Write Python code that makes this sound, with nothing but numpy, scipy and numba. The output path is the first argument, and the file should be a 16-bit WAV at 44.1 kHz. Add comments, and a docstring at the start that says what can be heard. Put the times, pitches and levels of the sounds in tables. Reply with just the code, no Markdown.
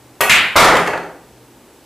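"""A hard pool shot in a bare games room, heard from a stereo microphone within earshot of the table.
First only room noise and mains hum. At 0.21 s the cue cracks against the cue ball and its tip slips off;
at 0.30 s that ball clacks into an object ball, which slams into a pocket at 0.56 s and rattles down
until about 1 s. The room rings after every blow, and the loud ones overload the microphone input."""
import sys
import numpy as np
from scipy import signal
from scipy.fft import rfft, irfft
from scipy.io import wavfile
from numba import njit

SR = 44100
rng = np.random.default_rng(int(sys.argv[2]) if len(sys.argv) > 2 else 0)


def dump_mix(stems):
    """Bounce the given channels to the path in sys.argv[1] as a 16-bit WAV at rate SR."""
    frames = np.atleast_2d(stems).T  # one column per channel
    limited = np.clip(frames, -1, 1)  # hard clip at full scale
    pcm = np.round(limited * 32767).astype(np.int16)
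    wavfile.write(sys.argv[1], SR, pcm)


N = 81585


def undb(db):
    """Decibels to gain."""
    return 10 ** (np.asarray(db) / 20)


def clock(samples=N):
    """Time of every sample in seconds."""
    return np.arange(samples) / SR


def unit(x):
    """Scale to unit energy."""
    return x / np.sqrt(np.sum(x ** 2) + 1e-18)


def read(points, hz):
    """Value of a (frequency, value) table on a log-frequency axis."""
    freqs, values = np.array(points, float).T
    return np.interp(np.log(hz + 1e-3), np.log(freqs), values)


def colour(x, points):
    """Causal filter that follows (frequency [Hz], level [dB]) points."""
    size = 4096
    hz = np.arange(size // 2 + 1) * SR / size
    cepstrum = irfft(np.log(undb(read(points, hz))))
    cepstrum[1:size // 2] *= 2  # fold to minimum phase
    cepstrum[size // 2 + 1:] = 0
    return signal.fftconvolve(x, irfft(np.exp(rfft(cepstrum))))[:len(x)]


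def low_cut(x, hz):
    """First-order high-pass."""
    return signal.sosfilt(signal.butter(1, hz, "high", fs=SR, output="sos"), x)


def fade(t, t60):
    """Fall by 60 dB in t60 seconds."""
    return np.exp(-np.log(1000) * t / t60)


def burst(spectrum, t60):
    """Many dense vibrations dying together: coloured noise of unit energy."""
    t = clock(SR // 3)
    return unit(colour(rng.standard_normal(len(t)) * fade(t, t60), spectrum))


def ring(modes):
    """Struck modes, each a dying sine; unit energy in all."""
    t = clock(SR // 3)
    return unit(sum(undb(db) * unit(np.sin(2 * np.pi * hz * t) * fade(t, t60)) for hz, db, t60 in modes))


def add(out, seconds, db, sound):
    """Mix a sound in at the given moment and level."""
    start = int(seconds * SR)
    out[start:start + len(sound)] += undb(db) * sound[:N - start]


# width of the sound field at the microphone (frequency [Hz], side over mid [dB])
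STEREO_WIDTH = [(60, -17.5), (500, -22), (1200, -23.5), (2500, -16), (5000, -7), (10000, -1.5), (16000, -2)]

def stereo(mid, side):
    """Two capsules close together: alike in the bass, apart in the treble."""
    side = colour(side, STEREO_WIDTH)
    return np.array([mid + side, mid - side])


# noise of the quiet room (frequency [Hz], relative level [dB])
ROOM_NOISE = [(25, -14), (58, 5.5), (90, -3.5), (170, -6), (270, 2.5), (470, -2.5), (680, -8.5),
              (870, -6.5), (1100, -12), (2000, -16), (5000, -21), (10000, -23), (15000, -25.5)]

def room_tone():
    """All around the microphone: room noise, a wavering mains hum and a faint high whine."""
    t = clock()
    mid, side = (np.sqrt(N) * unit(colour(rng.standard_normal(N), ROOM_NOISE)) for _ in range(2))
    hum_hz, whine_hz = 122.4, 7865
    waver_db = 6 * np.cos(2 * np.pi * (t - .06) / .68)  # swells every 0.68 s
    hum = undb(-56 + waver_db) * np.sin(2 * np.pi * hum_hz * t)
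    whine = undb(-67) * np.sin(2 * np.pi * whine_hz * t)
    return undb(-44.5) * stereo(mid, side) + np.sqrt(2) * (hum + whine)


# ringing of the cue shaft (frequency [Hz], relative level [dB], t60 [s])
SHAFT_MODES = [(610, -9, 0.064), (700, -22, 0.081), (899, -4, 0.05), (1172, 2, 0.037), (1480, 0, 0.36),
               (1655, -6, 0.13), (1909, 2.5, 0.12), (2590, -1.5, 0.18), (2880, -27, .1), (3200, -27, .08),
               (4250, -19, 0.035)]
# dull knock of the leather tip (frequency [Hz], relative level [dB])
TIP_SPECTRUM = [(40, -44), (90, -12.5), (180, -15), (330, -8), (650, -5), (1300, -7), (3000, -9),
                (4300, -19.5), (5200, -24.5), (7000, -19), (10000, -26), (13000, -27.5), (16000, -13)]

def cue_strike():
    """On the table, the tip knocks the cue ball and the shaft rings."""
    out, strike_s = np.zeros(N), .2068
    add(out, strike_s, db=11.5, sound=ring(SHAFT_MODES))
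    add(out, strike_s, db=13, sound=burst(TIP_SPECTRUM, t60=.051))
    return out


# reflections from the slate, rails and ceiling (delay [ms], level [dB])
EARLY_REFLECTIONS = [(.9, -23), (1.9, -11), (3.3, -3), (6.5, -24.5)]

def near_paths(samples):
    """The shortest ways to the microphone: straight from the table, then off the nearest surfaces."""
    response, direct_db = np.zeros(samples), -3
    for ms, db in [(0, direct_db)] + EARLY_REFLECTIONS:
        add(response, ms / 1000, db, np.ones(1))
    return response


# decay of the bare room (frequency [Hz], t60 [s])
ROOM_DECAY = [(80, 0.46), (300, 0.62), (700, 0.61), (1500, 0.52), (2500, 0.51), (5000, 0.43), (9000, 0.53),
              (16000, 0.33)]
# colour of the sound off the walls (frequency [Hz], gain [dB])
WALL_COLOUR = [(3000, 1), (9000, -0.5), (12000, 1.5), (16000, -4.5)]

def reverberation():
    """From farther off, dense reflections off hard walls; each band dies at its own rate."""
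    size, build_s = 65536, .0015
    t, hz = clock(size), np.arange(size // 2 + 1) * SR / size
    noise, tail = rfft(rng.standard_normal(size)), 0
    for centre, t60 in ROOM_DECAY:
        band = read([(f, f == centre) for f, _ in ROOM_DECAY], hz)
        tail = tail + irfft(noise * band) * fade(t, t60)
    onset = 1 - np.exp(-t / build_s)
    return colour(unit(tail * onset), WALL_COLOUR)


# scrape of the chalked tip (frequency [Hz], relative level [dB])
SCRAPE_SPECTRUM = [(1000, -34), (4000, -18), (7000, -3.5), (11000, 5.5), (13500, 5), (15500, -5)]

def tip_scrape():
    """Just after the strike, the chalked tip slips off the ball with a brief, bright tick."""
    out, t, slip_s = np.zeros(N), clock(SR // 20), .003
    slip = rng.standard_normal(len(t)) * np.exp(-(t / slip_s) ** 6)
    add(out, seconds=.2094, db=5, sound=unit(colour(slip, SCRAPE_SPECTRUM)))
    return out


# how well a ball radiates (frequency [Hz], relative level [dB])
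BALL_SPECTRUM = [(100, -21), (500, -24.5), (1000, -15), (2300, -0.5), (4200, -6.5), (8000, -7.5),
                 (12000, -1.5), (16000, -3)]

def ball_clack():
    """Along the table, two balls press together for an instant and radiate one sharp pulse."""
    out, contact_ms = np.zeros(N), .28
    skew = .8  # under 1: the balls press together faster than they part
    progress = np.minimum(clock(SR // 20) * 1000 / contact_ms, 1)
    force = np.abs(np.sin(np.pi * progress ** skew)) ** 1.5
    add(out, seconds=.2958, db=26.5, sound=unit(colour(force, BALL_SPECTRUM)))
    return out


# blows in the pocket (time [s], click level [dB], click centre [Hz], knock level [dB], thump level [dB])
RATTLE_BLOWS = [(.5562, -7, 1000, 10, -5), (.5612, 28, 1343, 21.5, 7), (.604, 22.5, 1156, 17, -19),
                (.645, 17, 1180, 14.5, -7), (.686, 13, 1110, 9.5, 0), (.722, -3.5, 1180, 9, -24),
                (0.754, 3.5, 1800, 1.5, -8.5), (.767, 3.5, 1800, -9, -1.5), (.796, -7, 1230, -13, -8.5),
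                (.864, -5.5, 1850, -13, -33), (.874, -1.5, 1810, 4.5, -39), (.891, -37, 1700, -6, -11.5),
                (.934, -10.5, 1180, 3, -25), (.975, -10, 1200, -9, -19), (1.034, -17, 1300, -14, -21.5)]
# hard click on the rim (frequency [multiple of the centre], relative level [dB])
CLICK_SPECTRUM = [(.1, -27.5), (.45, -6), (.7, -2.5), (1, 1), (1.5, -4.5), (2.2, -16), (4, -20.5),
                  (10, -35)]
# hollow knock of the pocket liner (frequency [Hz], relative level [dB])
KNOCK_SPECTRUM = [(40, -12.5), (190, -23.5), (280, -4.5), (420, 2.5), (620, 0), (850, -2.5), (1250, -5.5),
                  (2000, -9), (3200, -26), (16000, -81.5)]
# ringing of the liner and rail (frequency [Hz], relative level [dB], t60 [s])
LINER_MODES = [(315.5, 3, 0.093), (407, 3, 0.07), (519, 3, 0.12), (598.5, 4, 0.6), (709, -2, 0.24),
               (845, 7, 0.11), (1183, 4, 0.11), (1363, -1.5, 0.13), (1660, 2, 0.15), (1980, 5, 0.12)]
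# low thump of the table frame (frequency [Hz], relative level [dB], t60 [s])
THUMP_MODES = [(66.7, -24, 0.25), (93, -19, 0.1), (122, -26, 0.18), (168.8, 17.5, 0.21), (247, 13, 0.098)]

def pocket_rattle():
    """At the table's edge the ball rattles down: each blow clicks, knocks the liner, thumps the frame."""
    out = np.zeros(N)
    liner, frame = undb(-9) * ring(LINER_MODES), ring(THUMP_MODES)
    for seconds, click_db, click_hz, knock_db, thump_db in RATTLE_BLOWS:
        click_spectrum = [(ratio * click_hz, db) for ratio, db in CLICK_SPECTRUM]
        add(out, seconds, click_db, burst(click_spectrum, t60=.016))
        add(out, seconds, knock_db, burst(KNOCK_SPECTRUM, t60=.04) + liner)
        add(out, seconds, thump_db, frame)
    return out


def scene():
    """At the microphone: each blow arrives by the near paths and through the room, over the room tone."""
    room = stereo(reverberation(), reverberation())
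    near = near_paths(room.shape[1])
    impacts = cue_strike() + ball_clack() + pocket_rattle()
    blows = signal.fftconvolve(impacts[None], near + room, axes=1)
    tick = signal.fftconvolve(tip_scrape()[None], near + undb(-3) * room, axes=1)  # a little drier
    return undb(7) * (blows + tick)[:, :N] + room_tone()


@njit
def follow(x, attack_s, release_s):
    """Level follower with separate rise and fall times."""
    out, level = np.empty(len(x)), 0.
    for i in range(len(x)):
        level += (x[i] - level) / (SR * (attack_s if x[i] > level else release_s))
        out[i] = level
    return out


def record(dry):
    """Microphone input: a slow gain control yields too late to stop clipping; bass and top are cut."""
    x = low_cut(dry, hz=84)
    level = follow(np.abs(x).mean(0), attack_s=.053, release_s=.45)
    threshold_db, share_removed = 3.5, .083
    x = x * (1 + level / undb(threshold_db)) ** -share_removed
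    ceiling, knee = .49, 9.4
    x = x / (3.5 + np.abs(x / ceiling) ** knee) ** (1 / knee)  # overload flattens the peaks
    x = low_cut(x, hz=15)  # AC coupling
    top_cut = signal.firwin(201, cutoff=15150, fs=SR)
    return signal.fftconvolve(x, top_cut[None], mode="same", axes=1)


dry = scene()
out = record(dry)
dump_mix(out)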